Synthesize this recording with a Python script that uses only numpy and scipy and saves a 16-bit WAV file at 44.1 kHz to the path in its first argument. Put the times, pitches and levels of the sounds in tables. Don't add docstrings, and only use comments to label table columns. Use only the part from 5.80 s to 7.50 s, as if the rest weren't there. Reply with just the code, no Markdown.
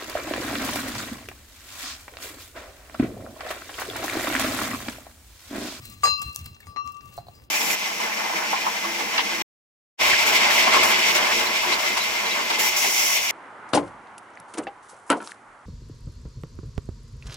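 import sys
import numpy as np
from scipy import signal
from scipy.fft import rfft, irfft, next_fast_len
from scipy.io import wavfile
from scipy.ndimage import uniform_filter1d, map_coordinates

SR = 44100
rng = np.random.default_rng(int(sys.argv[2]) if len(sys.argv) > 2 else 0)


def decibels_to_gain(level_db):
    exponent = np.asarray(level_db, float) / 20
    return 10 ** exponent


def wav_record(signal):
    frames = np.transpose(np.atleast_2d(signal))
    bounded = np.clip(frames, -1, 1)
    quanta = np.round(bounded * 32767).astype(np.int16)
    wavfile.write(sys.argv[1], SR, quanta)


N = 74970
LAG_S = 0.00017
SHADE_HZ = 7250


def unit(x):
    return x / np.sqrt(np.mean(x ** 2) + 1e-20)


def along(points, hz):
    f, v = np.transpose(points)
    return np.interp(np.log(hz + 1), np.log(f + 1), v)


def curve(rows):
    s, v = np.transpose(rows)
    return np.interp(np.arange(N) / SR, s, v)


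def wobble(rate):
    return map_coordinates(rng.standard_normal(size=1000), [np.arange(N) * rate / SR])


def filtered(x, response):
    m = next_fast_len(N + SR // 2)
    return irfft(rfft(x, m) * response(np.fft.rfftfreq(m, 1 / SR)), m)[..., :N]


def placed(x, pan_db, lag_s):
    side = np.array([[1], [-1]])
    louder = x * decibels_to_gain(side * pan_db / 2)
    return filtered(louder, lambda hz: np.exp(1j * np.pi * np.minimum(hz, SHADE_HZ) * lag_s * side))


def noise(spectrum, alike):
    a, b = filtered(rng.standard_normal((2, N)), lambda hz: decibels_to_gain(along(spectrum, hz)) * (hz > 18))
    angle = np.arccos(np.clip(alike, 0, 1)) / 2
    middle, sides = np.cos(angle) * a, np.sin(angle) * b
    return unit(np.array([middle + sides, middle - sides]))


def grains(s, hz, gain, cycles):
    k = np.arange(96)
    age = k / SR * hz[:, None] / cycles
    envelope = np.e * age * np.exp(-age)
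    wave = gain[:, None] * np.sin(2 * np.pi * hz[:, None] * k / SR) * envelope
    places = (s * SR).astype(int)[:, None] + k
    return np.bincount(places.ravel(), wave.ravel(), N + SR)[:N]


def struck_tone(s, hz, db, t60, rise_s):
    u = np.maximum(np.arange(N) / SR - s, 0)
    return decibels_to_gain(db - 60 * u / t60) * np.sin(2 * np.pi * hz * u) * (1 - np.exp(-u / rise_s))


# [pitch_hz, level_db]
AIR_COLOUR = [(150, -1.5), (400, -2.5), (900, -10), (2000, -22.5), (4000, -24), (16000, -55)]


def air():
    return decibels_to_gain(-59 + 2.6 * wobble(8.58)) * noise(AIR_COLOUR, 0.1)


def echo(x):
    t = np.arange(SR // 2) / SR
    tail_t60 = 0.14
    tail = rng.standard_normal(size=(2, len(t))) * decibels_to_gain(-60 * t / tail_t60) * (t > .006)
    wash = signal.fftconvolve(x, tail / np.linalg.norm(tail[0]), axes=1)[:, :N]
    return decibels_to_gain(-11) * wash


# [time_s, level_db]
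RUG_PUSH = [(0, -50.5), (.3, -51), (.45, -43), (.554, -56), (.64, -47), (.776, -53.5), (1.324, -55.5),
            (1.392, -45.5), (1.43, -54.5), (1.7, -55.5)]
# [pitch_hz, level_db]
RUG_COLOUR = [(20, -31), (35, -14), (86, 0.5), (115, -2.5), (200, -13), (300, -20), (500, -38)]


def rug():
    push = decibels_to_gain(curve(RUG_PUSH) + 4.2 * wobble(30.08))
    return noise(RUG_COLOUR, 0.93) * push * decibels_to_gain([[.6], [-.6]])


# [start_s, pitch_hz, level_db]
THUMPS = [
    (0.319, 76.4, -34.5),
    (.432, 119, -43),
    (.458, 69.2, -26.5),
    (.612, 81.6, -30.5),
    (.655, 90, -35.5),
    (.712, 87, -39),
    (1.491, 94, -47),
]


def thumps():
    return sum(struck_tone(s, hz, db, t60=0.14, rise_s=0.0046) for s, hz, db in THUMPS)


# [start_s, level_db]
KNOCKS = [
    (1.3782, -28.5),
    (1.3855, -31),
    (1.412, -67),
    (1.468, -42.5),
    (1.4845, -35),
]
# [pitch_hz, level_db, t60_s]
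BOARDS = [(108.4, -12, 0.12), (714, 1.1, 0.048), (792.5, -1, 0.026), (975, -6.5, 0.015),
          (1056, -13.5, 0.017), (1370, -33, 0.0051), (4060, -12, 0.02), (4290, -10.5, 0.03)]


def deck():
    out = np.zeros(N)
    for s, db in KNOCKS:
        for hz, level, t60 in BOARDS:
            out += struck_tone(s, hz, db + level + rng.normal(0, 3.4), t60, rise_s=0.00047)
    return placed(out, 0.062, -0.00019)


# [start_s, peak_level_db, pitch_hz, spread_s]
CRACKS = [(0.034, -55, 4100, 0.007), (.054, -27.5, 10100, 0.0019), (0.061, -36, 8800, 0.0035),
          (.1, -31.5, 12100, 0.0038), (0.227, -35, 7300, 0.0055), (.379, -34, 16000, 0.0022),
          (.396, -33, 9300, 0.0019), (.409, -43, 12000, 0.0035), (.4185, -22, 8800, 0.0027),
          (0.421, -33.5, 2200, 0.0076), (.428, -25, 11200, 0.0028), (.478, -40, 10280, 0.0028),
          (.496, -37.5, 9200, 0.0018), (.529, -32.5, 11500, 0.0032), (.549, -25, 12700, 0.0045),
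          (0.5564, -33.5, 11000, .001), (0.5608, -15, 11540, 0.00038), (.561, -38.5, 3460, 0.00062),
          (0.57, -49, 10200, 0.0024), (0.5916, -29, 10500, 0.0013), (.613, -37, 12200, .003),
          (0.647, -36, 9000, 0.009), (.66, -25, 13200, 0.0023), (.66, -33, 3130, 0.0033),
          (.732, -49, 5630, 0.0025), (.747, -41, 5500, 0.0035), (.765, -44.5, 3040, 0.0022),
          (.804, -37, 12010, 0.003), (.8045, -51, 5000, 0.0018), (.815, -45.5, 2740, 0.012),
          (.845, -50, 2800, 0.01), (.86, -47, 6160, 0.002), (.8685, -44.5, 9100, .0015),
          (1.063, -46.5, 11000, 0.0023), (1.0754, -32.5, 6560, .0008), (1.081, -49, 7500, 0.0043),
          (1.09, -46.5, 6800, 0.004), (1.122, -37.5, 13900, 0.0038), (1.146, -45, 5870, 0.0036),
          (1.169, -41.5, 7050, 0.0028), (1.209, -43, 4597, 0.0036), (1.257, -41.5, 8900, 0.0029),
          (1.34, -35, 13000, 0.0034), (1.37, -31, 13800, 0.0084), (1.555, -41, 13500, 0.0055),
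          (1.62, -52, 8100, 0.0022), (1.641, -44, 8600, 0.0069)]


def cracks():
    s, db, hz, spread = np.transpose(CRACKS)[:, :, None]
    late, tone, small = np.moveaxis(rng.random(size=(len(CRACKS), 60, 3)), -1, 0)
    pitch = np.clip(hz * 2 ** (2.36 * tone - 1.7), 500, 16500)
    start = s + 2.5 * spread * (late ** 1.3 - .2)
    gain = decibels_to_gain(db - 3.5 - 15.5 * small - 6.5 * late) * (pitch / hz) ** .9
    return grains(start.ravel(), pitch.ravel(), gain.ravel(), cycles=1.19)


def grit():
    when, tone, small = rng.random(size=(3, 1500))
    gain = decibels_to_gain(-3.5 * np.log(small + 0.017))
    return unit(grains(when * N / SR, 3000 * 2 ** (2.5 * tone), gain, cycles=0.99))


# [time_s, level_db]
GRIND = [(0, -56.5), (.04, -48), (.12, -51), (.2, -53.5), (.4, -60), (.6, -48), (.7, -57), (.9, -62),
         (1.02, -72), (1.1, -64), (1.25, -64), (1.35, -51.5), (1.4, -56.5), (1.44, -78), (1.48, -59),
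         (1.56, -54.5), (1.63, -75), (1.7, -95)]
# [pitch_hz, level_db]
RUSTLE_COLOUR = [(400, -29), (1000, -6), (2500, 5.5), (5000, -2.5), (9000, -1), (12000, -5.5), (16000, 1.5)]


def nuts():
    snaps = cracks()
    crumbs = decibels_to_gain(-7.5) * grit()
    effort = decibels_to_gain(curve(GRIND) - 2 + 3.42 * wobble(21.94) + 1.7 * wobble(90))
    rustle = unit(filtered(rng.standard_normal(N), lambda f: decibels_to_gain(along(RUSTLE_COLOUR, f))))
    bed = effort * (rustle + crumbs)
    push = effort * rng.standard_normal(N) + 0.033 * snaps
    answer = ring(np.arange(SR // 2) / SR, 0.78, .1, 0.047)
    hum = decibels_to_gain(-1) * signal.fftconvolve(push[None], answer / np.linalg.norm(answer[0]), axes=1)[:, :N]
    return placed(snaps, 3.0, LAG_S) + placed(bed, 6.9, LAG_S) + hum


SCRAPE_S = .2332
# [start_s, pitch_hz, level_db, t60_s]
TOUCHES = [(.661, 4097, -51, .5), (.661, 4931, -62, .4), (.804, 1780, -40, 0.027),
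           (.829, 2200, -44.5, 0.055), (.868, 6514, -54.5, 0.081), (.868, 8899, -55, 0.14),
           (.868, 4931, -59, 0.37), (.868, 5060, -74.5, .45), (0.9622, 4097, -41, 0.37),
           (1.51, 2736, -63, 1.7), (1.543, 4928, -54.5, .35), (1.56, 5612, -64.5, 0.2)]
# [pitch_hz, t60_s]
PESTLE = [(7510, .08), (8791, .3), (9399, .23), (9728, .2), (10400, .2), (11500, .15), (11950, .3),
          (12190, .3), (14800, .2), (15200, .2), (15600, .15)]
PESTLE_DB = [-41, -46, -55, -36, -40, -49, -43, -57, -46, -53, -50]


def touches():
    pestle = [(SCRAPE_S, hz, db, t60) for (hz, t60), db in zip(PESTLE, PESTLE_DB)]
    tones = sum(struck_tone(s, hz, db, t60, rise_s=0.0005) for s, hz, db, t60 in list(TOUCHES) + pestle)
    return placed(tones, 5, LAG_S)


# [pitch_hz, level_db]
SCRAPE_COLOUR = [(200, -15.5), (350, -3), (700, 6), (2000, -1), (3500, -9), (9000, -13.5), (13000, -30)]


def scrape():
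    u = np.maximum(np.arange(N) / SR - SCRAPE_S, 0)
    lift_db = -900 * np.maximum(u - 0.057, 0)
    level_db = -28.5 - 60 * u / 0.25 + lift_db + 4.9 * wobble(150.6)
    return noise(SCRAPE_COLOUR, 0.8) * decibels_to_gain(level_db) * (u > 0)


# [start_s, level_db]
TICKS = [
    (0.032, -34),
    (0.2335, -2.2),
    (0.87, -13),
    (0.9618, -6),
    (0.9699, -4.5),
    (1.589, -25),
    (1.599, -24),
    (1.621, -25),
]


def ticks():
    s, db = np.transpose(TICKS)
    parts = [(500, 38.5), (1000, 27.3), (2000, 23.7), (5000, 33)]  # (Hz, loss dB)
    clicks = sum(grains(s, hz + 0 * s, decibels_to_gain(db - loss_db), cycles=0.6) for hz, loss_db in parts)
    return placed(clicks, 7.3, LAG_S)


# [pitch_hz, twin_above_by_hz, t60_s]
BOWL = [(1163, 11, .85), (1170, 20, .24), (2725, 11.5, 1.05), (4099, 6.2, .6), (4931, 15, .45),
        (5064, 8, .3), (5612, 16, .6), (6503, 39, .3), (6740, 20, .2), (7073, 40, .28), (7867, 33, .17),
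        (8431, 40, .12), (11760, 30, .22), (12490, 12, .4)]
# [hard_blow_db, soft_tap_db, twin_share_hard (signed), twin_share_soft (signed),
# left_over_right_db, twin_turn_between_ports_rad]
ANSWER = [(-26.5, -32, 2, 0.85, 4.4, 1.33), (-12.5, -59, 0.61, .3, 2.6, 0.9),
          (-23.5, -62.5, 0.47, 7.5, 3.8, 1.54), (-19.5, -57.5, -0.71, 1.45, 9.7, -0.14),
          (-23.5, -60, -0.42, 0.4, 3.5, 3), (-42.5, -60, .3, 0.22, 2.2, .3),
          (-39.5, -56.5, 0, 0.17, 12.3, -0.39), (-31, -63, 2, .55, 2.2, 1), (-35, -71, 0.6, .3, 2.2, .3),
          (-33.5, -71, 0.4, .3, 7, 0.47), (-30.5, -75, 0.3, .3, .1, 0.2), (-25.5, -76, 0, .3, 3.1, .3),
          (-41, -77, 0, .3, 0.91, .3), (-41.5, -85, 0.1, .3, .1, -5)]


def ring(t, hard, twin_db, spin):
    hz, split, t60, loud, soft, share, tap_share, pan, turn = np.hstack([BOWL, ANSWER]).T[:, :, None]
    twin = (hard * share + (1 - hard) * tap_share) * decibels_to_gain(twin_db)
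    ring_t60 = t60 * (1 - 0.12 * hard)
    rise_s = hard * 0.0057 + 0.000077
    out = []
    for side in (1, -1):
        u = np.maximum(t + side * LAG_S / 2, 0)
        pan_db = side * (pan + (1 - hard) * 6.5) / 2
        level = decibels_to_gain(hard * loud + (1 - hard) * soft - 60 * u / ring_t60 + pan_db)
        phase = 2 * np.pi * hz * u - side * np.pi * LAG_S * np.maximum(hz - SHADE_HZ, 0)
        twin_phase = phase + 2 * np.pi * split * u + spin + side * turn / 2
        pair = np.sin(phase) + twin * np.sin(twin_phase)
        out.append((level * pair).sum(axis=0) * (1 - np.exp(-u / rise_s)))
    return np.array(out)


# [start_s, level_db, hardness (0-1), twin_level_db, sideways_spin_rad]
BLOWS = [
    (.03, -28.5, 0.88, -2.5, 1.1),
    (0.2338, -0.48, 1, 0.16, -0.36),
    (0.868, -14.5, 0.17, -24, 3),
    (0.9617, -5.5, 0.08, 0.5, -2),
    (0.9701, -8.5, 0.17, 2.7, -3),
]


def bowl():
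    t, out = np.arange(N) / SR, np.zeros((2, N))
    for s, db, hard, twin_db, spin in BLOWS:
        k = int((s - .001) * SR)
        out[:, k:k + SR] += decibels_to_gain(db) * ring(t[k:k + SR] - s, hard, twin_db, spin)
    return out + scrape() + touches() + ticks()


def scene():
    near = bowl() + nuts() + deck()
    return near + echo(near) + rug() + thumps() + air()


def gated(x):
    hz, t, z = signal.stft(x, SR, nperseg=1024)
    power = (abs(z) ** 2).mean(axis=0)
    band = uniform_filter1d(uniform_filter1d(power, size=9, axis=0), size=3, axis=1)
    floor = decibels_to_gain(2 * -100) + decibels_to_gain(2 * -55) * power.max(axis=0)
    passed = 1 / (1 + (floor / (abs(band) + 1e-20)) ** 6)
    keep = np.where(hz[:, None] > 2200, passed, 1)
    return signal.istft(z * keep, SR, nperseg=1024)[1][:, :N]


# [pitch_hz, level_db]
PORTS = [(6000, 0.03), (9000, 0.15), (12000, 2), (15800, 3), (16500, -47)]
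# [pitch_hz, width_hz, level_db]
NOTCHES = [(10170, 590, -15), (13800, 650, -20)]


def ports(x):
    def response(hz):
        dips = sum(db * np.exp(-((hz - centre) / width) ** 2) for centre, width, db in NOTCHES)
        return decibels_to_gain(along(PORTS, hz) + dips)
    return filtered(x, response)


def band_limit(x):
    return signal.sosfilt(signal.butter(12, 17000, fs=SR, output="sos"), x)


def record(dry):
    mix = gated(ports(dry))
    return band_limit(mix)


dry = scene()
out = record(dry)
wav_record(out)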